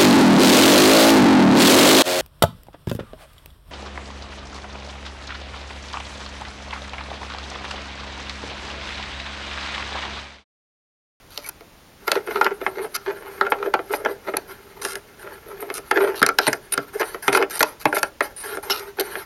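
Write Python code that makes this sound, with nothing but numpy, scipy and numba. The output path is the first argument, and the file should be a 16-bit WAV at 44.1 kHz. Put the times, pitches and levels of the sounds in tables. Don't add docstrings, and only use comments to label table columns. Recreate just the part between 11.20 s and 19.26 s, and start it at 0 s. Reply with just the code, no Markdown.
import sys
import numpy as np
from scipy import signal
from scipy.fft import rfft, irfft
from scipy.io import wavfile
from numba import njit

SR = 44100
rng = np.random.default_rng(int(sys.argv[2]) if len(sys.argv) > 2 else 0)


def to_wav(sig):
    pcm = np.clip(np.atleast_2d(sig), -1, 1) * 32767
    pcm = np.round(pcm).astype(np.int16)
    wavfile.write(sys.argv[1], SR, pcm.T)


N = 355313
TIME = np.arange(N) / SR

# (f/Hz, relative level/dB)
AIR_COLOUR = [(15, -37), (25, -1.5), (141, -6), (293, -8.5), (3000, -20), (16000, -30)]
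# (f/Hz, t60/s, relative level/dB)
BODY_MODES = [(138.3, 0.14, -3), (294, 0.16, 13), (402.2, 0.063, 0.5), (597.4, 0.054, -3.5),
              (767.3, 0.11, -6.5), (910, 0.0093, 3), (1357, 0.031, 5), (1596, 0.011, 3.5),
              (2130, 0.012, -1.5), (4020, 0.0019, 3.5), (4845, 0.0066, 1), (9130, 0.0017, 2),
              (11460, 0.0088, -2.5)]
# (t60/s, level against the strong modes/dB)
SMALL_MODES = [(0.16, -10), (0.058, -2), (0.054, -8), (0.011, 3), (0.0019, 1.5)]
# (low f/Hz, high f/Hz)
REGISTER_RANGES = [(90, 300), (275, 750), (680, 2500), (2200, 6800), (8400, 12900)]
# (t/s, length/s, thread grinding level/dB, skin friction level/dB)
HAND_TURNS = [(0.866, 0.088, -38, -44.5), (1.061, 0.21, -52, -43.5), (1.399, 0.23, -45.5, -57),
              (1.846, 0.29, -44.5, -57), (2.175, 0.29, -43.5, -82), (2.69, 0.22, -56.5, -52),
              (3.04, 0.15, -55, -53), (3.275, 0.033, -49, -52.5), (3.564, 0.18, -45.5, -68),
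              (3.991, 0.15, -45.5, -61), (4.26, 0.26, -45.5, -72), (4.739, 0.18, -31.5, -57),
              (5.184, 0.14, -44, -43), (5.508, 0.089, -45.5, -60), (5.728, 0.23, -51, -47),
              (6.021, 0.18, -54, -40.5), (6.318, 0.21, -55, -46.5), (6.636, 0.22, -51, -46.5),
              (7.02, 0.057, -52, -38.5), (7.233, 0.12, -37, -39), (7.425, 0.25, -44, -42),
              (7.766, 0.23, -43.5, -41.5)]
# (t/s, length/s, f/Hz, level/dB)
SKIN_SQUEAKS = [(0.243, 0.023, 2260, -38.5), (3.168, 0.0025, 11300, -11.5), (5.274, 0.012, 9200, -19.5),
                (5.521, 0.022, 9480, -19.5), (7.162, 0.07, 9550, -35), (7.5, 0.029, 2930, -27),
                (7.503, 0.023, 5330, -21.5)]
# (t/s, length/s, level/dB, skin hiss relative level/dB)
FINGER_RUBS = [(0.104, 0.14, -49, 0.5), (0.262, 0.019, -37.5, 0), (0.288, 0.0033, -23.5, 5.5),
               (1.742, 0.023, -27.5, -3), (2.3, 0.02, -48, 17), (2.713, 0.057, -38.5, 6.5),
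               (3.614, 0.12, -37.5, -1.5), (4.405, 0.026, -51, 14), (4.539, 0.049, -36.5, 1),
               (4.951, 0.053, -37, -1.5), (5.214, 0.067, -35, -1.5), (5.795, 0.021, -33, 3),
               (6.124, 0.052, -28, -3), (6.297, 0.085, -35, 1.5), (6.392, 0.023, -29.5, 10.5),
               (6.597, 0.035, -39.5, 3.5), (6.745, 0.048, -31.5, 2), (7.497, 0.1, -35.5, 0.5),
               (7.795, 0.015, -26.5, 6)]
# (t/s, length/s, level/dB)
THREAD_SCRAPES = [(0.874, 0.007, -21.5), (0.953, 0.022, -29), (1.069, 0.042, -34.5), (1.143, 0.035, -32.5),
                  (1.243, 0.016, -27), (1.306, 0.0073, -31.5), (1.569, 0.093, -41.5), (1.86, 0.045, -32.5),
                  (2.232, 0.036, -37), (2.396, 0.089, -45.5), (2.7, 0.024, -37), (2.797, 0.0091, -38.5),
                  (2.837, 0.08, -41), (3.066, 0.025, -33), (4.755, 0.054, -23), (4.827, 0.068, -34),
                  (5.75, 0.0093, -47), (5.796, 0.032, -18), (6.12, 0.098, -23), (7.785, 0.028, -31.5)]
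THREAD_SING = [9300, 11650, 12300]
# (t/s, level/dB)
PANEL_THUDS = [(5.018, -16.5), (5.274, -18.5), (5.576, -24), (6.081, -20.5), (6.406, -25.5), (6.653, -17)]
# (t/s, level/dB, hard edge relative level/dB)
NUT_KNOCKS = [(0.176, -38, 10), (0.408, -50, -2), (0.879, -21.5, -6), (0.917, -16, -1), (0.955, -25, -10),
              (1.11, -26, -25), (1.158, -20, -19), (1.212, -12, -20), (1.245, -26.5, -3.5),
              (1.264, -15.5, -26), (1.414, -25, -28), (1.464, -20, -26), (2.211, -12.5, -25),
              (2.266, -24.5, -21), (2.32, -14.5, -37), (2.427, -27, -24), (2.459, -30, -35),
              (2.539, -11, -22), (2.591, -27, -39), (2.736, -19, -23.5), (2.849, -24, -14.5),
              (2.859, -18, -31), (3.083, -32, -42), (3.138, -25, -44), (3.167, -26, -24), (3.65, -25, -3),
              (3.755, -32, -1), (4.425, -33.5, -38), (4.501, -26.5, -16.5), (4.58, -33.5, -7),
              (4.712, -13, -15.5), (5.017, -17, -18.5), (5.028, -7.5, -13.5), (5.064, -19, 0),
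              (5.089, -15.5, -13), (5.187, -10.5, -5), (5.268, -17.5, -7.5), (5.279, -14, -38),
              (5.33, -21, -5.5), (5.577, -19.5, -8.5), (5.945, -29, -18.5), (6.08, -7, -19),
              (6.129, -16.5, -12), (6.149, -14, -14), (6.173, -18.5, -34), (6.225, -14, -23),
              (6.406, -12.5, -14.5), (6.429, -13.5, -1.5), (6.655, -10.5, -16.5), (6.727, -20, -26),
              (6.767, -18, -20), (6.83, -17.5, -5.5), (7.007, -13.5, -20.5), (7.371, -28, -17),
              (7.499, -22, -7.5), (7.954, -26, -23)]

AIR_DB = -49.5
TOP_HZ = 16000
BLOW_S = .01
FIRMING_DB_PER_S = 3.5
HOLD_FROM_S, HOLD_TO_S, HOLD_DB = 0.8, 5.8, -56
DULL_DB, DULL_SLOPE = -22, 0.5
DULLEST_DB = 19.5
GRIP_SHARE, GRIP_SHIFT_HZ, GRIP_PER_S = .028, 40, 14


def undb(db):
    return np.exp(np.asarray(db) * (np.log(10) / 20))


def unit(x):
    return x / np.sqrt(np.sum(x ** 2) + 1e-18)


def fade(t, t60):
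    return np.exp(-np.log(1000) * t / t60)


def band(x, low_hz, high_hz, order=2):
    sos = signal.butter(order, [low_hz, min(high_hz, TOP_HZ)], "band", fs=SR, output="sos")
    return signal.sosfilt(sos, x + 1e-18)


def add(track, s, x):
    i = int(s * SR)
    track[..., i:i + x.shape[-1]] += x[..., :N - i]


def walk(rate):
    levels = np.clip(rng.standard_normal(N // 20), -2, 2)
    return np.interp(TIME * rate, np.arange(len(levels)), levels)


def slips(rate, spread_db):
    sizes = undb(spread_db * np.clip(rng.standard_normal(N), -2, 2)) * rng.choice([-1, 1], N)
    releases = rng.random(N) < rate / SR
    return unit(sizes * releases) * np.sqrt(N)


def stroke(length, rise, fall):
    t = np.arange(int((max(length, 0) + fall) * SR)) / SR
    return np.clip(t / rise, 0, 1) * np.clip((t[-1] - t) / fall, 0, 1) ** 2


def air():
    hz, db = np.transpose(AIR_COLOUR)
    colour = undb(np.interp(np.log(np.fft.rfftfreq(N, 1 / SR) + 1), np.log(hz), db))
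    noise = irfft(rfft(rng.standard_normal(N)) * colour, N)
    return unit(noise) * np.sqrt(N) * undb(AIR_DB)


def hull(x):
    t = TIME[:SR // 2]

    def tail(low_hz, high_hz, t60, db):
        echoes = unit(rng.standard_normal(len(t)) * fade(t, t60) * (1 - fade(t, .03)))
        return undb(db) * band(echoes, low_hz, high_hz)

    lows = tail(93, 636, t60=0.38, db=-11) + tail(650, 1650, t60=0.13, db=-10.5)
    treble = tail(2400, 7000, t60=.2, db=-19)
    return x + signal.oaconvolve(x, lows + treble)[:N]


def hull_share(db):
    return min(DULL_SLOPE * (DULL_DB - db), DULLEST_DB)


@njit
def swing(push, step, keep):
    out, place, speed = np.empty(len(push)), 0., 0.
    for i in range(len(push)):
        speed = keep * speed - step[i] * place + push[i] + 1e-18
        place += step[i] * speed
        out[i] = place
    return out


def ring(push, hz, t60):
    shift = min(GRIP_SHARE, GRIP_SHIFT_HZ / hz) * walk(rate=GRIP_PER_S)
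    angle, keep = np.pi * hz / SR, fade(2 / SR, t60)
    gain = np.sqrt(2 * (1 - keep)) * np.cos(angle)
    return gain * swing(push, 2 * np.sin(angle) * (1 + shift), keep)


def body(force):
    t, out = TIME[:SR // 5], 0
    groups = np.split(np.array(BODY_MODES), [2, 4, 9, 11])
    registers = zip(force, groups, REGISTER_RANGES, SMALL_MODES)
    for push, modes, (low_hz, high_hz), (t60, crowd_db) in registers:
        weights = np.array([undb(db + 3.5 * walk(rate=25)) for db in modes[:, 2]])
        weights = weights / np.linalg.norm(weights, axis=0)
        strong = np.zeros(N)
        for k, (hz, decay, _) in enumerate(modes):
            strong += (-1) ** k * ring(push * weights[k], hz, decay)
        sound = band(strong, low_hz, high_hz, order=4)
        place = 2 * walk(rate=GRIP_PER_S)
        for share in (np.cos(place), np.sin(place)):
            crowd = band(rng.standard_normal(len(t)) * fade(t, t60), low_hz, high_hz, order=3)
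            sound = sound + undb(crowd_db) * signal.oaconvolve(push * share, unit(crowd))[:N]
        out = out + sound / np.hypot(1, undb(crowd_db))
    return out


def turning(rise=0.0047, fall=0.079):
    pressure = np.zeros((2, N))
    for s, length, grind_db, skin_db in HAND_TURNS:
        push = stroke(length, rise, fall)
        push = push * undb(FIRMING_DB_PER_S * TIME[:len(push)])
        add(pressure, s, undb([[grind_db], [skin_db]]) * push)
    add(pressure, HOLD_FROM_S, undb(HOLD_DB) * stroke(HOLD_TO_S - HOLD_FROM_S, rise, fall))
    return pressure


def squeaks(rise=0.0027, fall=0.002, jitter=0.056, drift=0.0058):
    out = np.zeros(N)
    speed = 1 + jitter * walk(rate=2200) + drift * walk(rate=27)
    for s, length, hz, db in SKIN_SQUEAKS:
        push = undb(db) * stroke(length, rise, fall)
        cycles = np.cumsum(hz * speed[int(s * SR):][:len(push)]) / SR
        add(out, s, np.sqrt(2) * push * np.sin(2 * np.pi * cycles))
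    return out


def fingers(rise=0.00094, fall=0.0049, edge_db=-8, nut_db=-1, boom_db=-11, squeak_rub_db=-11, glide_db=0.5):
    _, skin = turning()
    glide = skin * undb(5 * walk(rate=35)) * rng.standard_normal(N)
    squeak_rubs = [(s, length, db + squeak_rub_db, 0) for s, length, _, db in SKIN_SQUEAKS]
    slide_push, hiss_push = np.zeros((2, N))
    for s, length, db, hiss_db in list(FINGER_RUBS) + squeak_rubs:
        push = undb(db) * stroke(length, rise, fall)
        add(slide_push, s, push)
        add(hiss_push, s, push * undb(hiss_db))
    grain = slips(rate=4500, spread_db=10.5)
    slide = slide_push * grain
    boom = slide * undb(boom_db)
    nut = slide * undb(nut_db) + glide * undb(glide_db)
    edge = slide + glide * undb(edge_db)
    tick = hiss_push * grain + glide * undb(-2.5)
    return np.array([np.zeros(N), boom, nut, edge, tick])


def thread(rise=0.00087, fall=0.022, boom_db=1.0, edge_db=-17, panel_db=-26, hiss_db=-6, sing_width_hz=280):
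    turn_push, _ = turning()
    nut_push = turn_push.copy()
    boom_push = turn_push * undb(boom_db)
    for s, length, db in THREAD_SCRAPES:
        push = undb(db) * stroke(length, rise, fall)
        add(nut_push, s, push)
        add(boom_push, s, push * undb(hull_share(db) + boom_db))
    jerks = slips(rate=690, spread_db=-1.0)
    grit = nut_push * slips(rate=880, spread_db=8)
    judder = .4 * jerks + 1.5 * band(jerks, low_hz=365, high_hz=440, order=1)
    edge = undb(edge_db) * band(grit, low_hz=1430, high_hz=5230, order=1)
    sing = np.zeros(N)
    for hz in THREAD_SING:
        level = undb(2.5 * walk(rate=GRIP_PER_S))
        noise = rng.standard_normal(N)
        sing += level * band(noise, hz - sing_width_hz / 2, hz + sing_width_hz / 2, order=1)
    hiss = undb(hiss_db) * turn_push * sing
    catch = undb(3 * walk(rate=70))
    return catch * np.array([boom_push * jerks * undb(panel_db), boom_push * judder, grit, edge, hiss])


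def knocks(chatter_s=0.0054, chatter_db=-3, approach_db=-16, tick_db=-6, hardness=0.97, boom_db=-8,
           glance=0.14, rock_s=0.00781, rock_db=1.0):
    force = np.zeros((5, N))
    t = TIME[:SR // 20] - TIME[SR // 100]
    chatter = slips(rate=1500, spread_db=3.0)
    pressure = np.where(t < 0, undb(approach_db), 1) * fade(np.abs(t), 2 * chatter_s)
    contact = (t == 0) * np.sqrt(BLOW_S * SR)
    rock_lags = rock_s * (.5 + rng.random(len(NUT_KNOCKS)))
    for k, (s, db, edge_db) in enumerate(NUT_KNOCKS):
        start = s + t[0]
        grains = chatter[k * len(t):(k + 1) * len(t)]
        rattle = undb(chatter_db) * unit(grains * pressure) * np.sqrt(BLOW_S * SR)
        boom = undb(db + boom_db + hull_share(db) - glance * edge_db) * contact
        add(force[1], start, boom)
        add(force[1], start + rock_lags[k], boom * undb(rock_db))
        nut_edge_tick_db = db + np.array([[0], [edge_db], [hardness * edge_db + tick_db]])
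        add(force[2:], start, undb(nut_edge_tick_db) * (contact + rattle))
    for s, db in PANEL_THUDS:
        add(force[0], s + t[0], undb(db) * contact)
    return force


def scene():
    contacts = body(knocks() + thread() + fingers())
    return (hull(contacts + squeaks()) + air())[None]


def record(dry, notch_hz=7900, notch_width_hz=750):
    b, a = signal.iirnotch(notch_hz, notch_hz / notch_width_hz, fs=SR)
    notched = signal.lfilter(b, a, signal.lfilter(b, a, dry))
    rounded = np.tanh(notched)
    return signal.sosfilt(signal.ellip(8, .2, 70, TOP_HZ, fs=SR, output="sos"), rounded)


dry = scene()
out = record(dry)
to_wav(out)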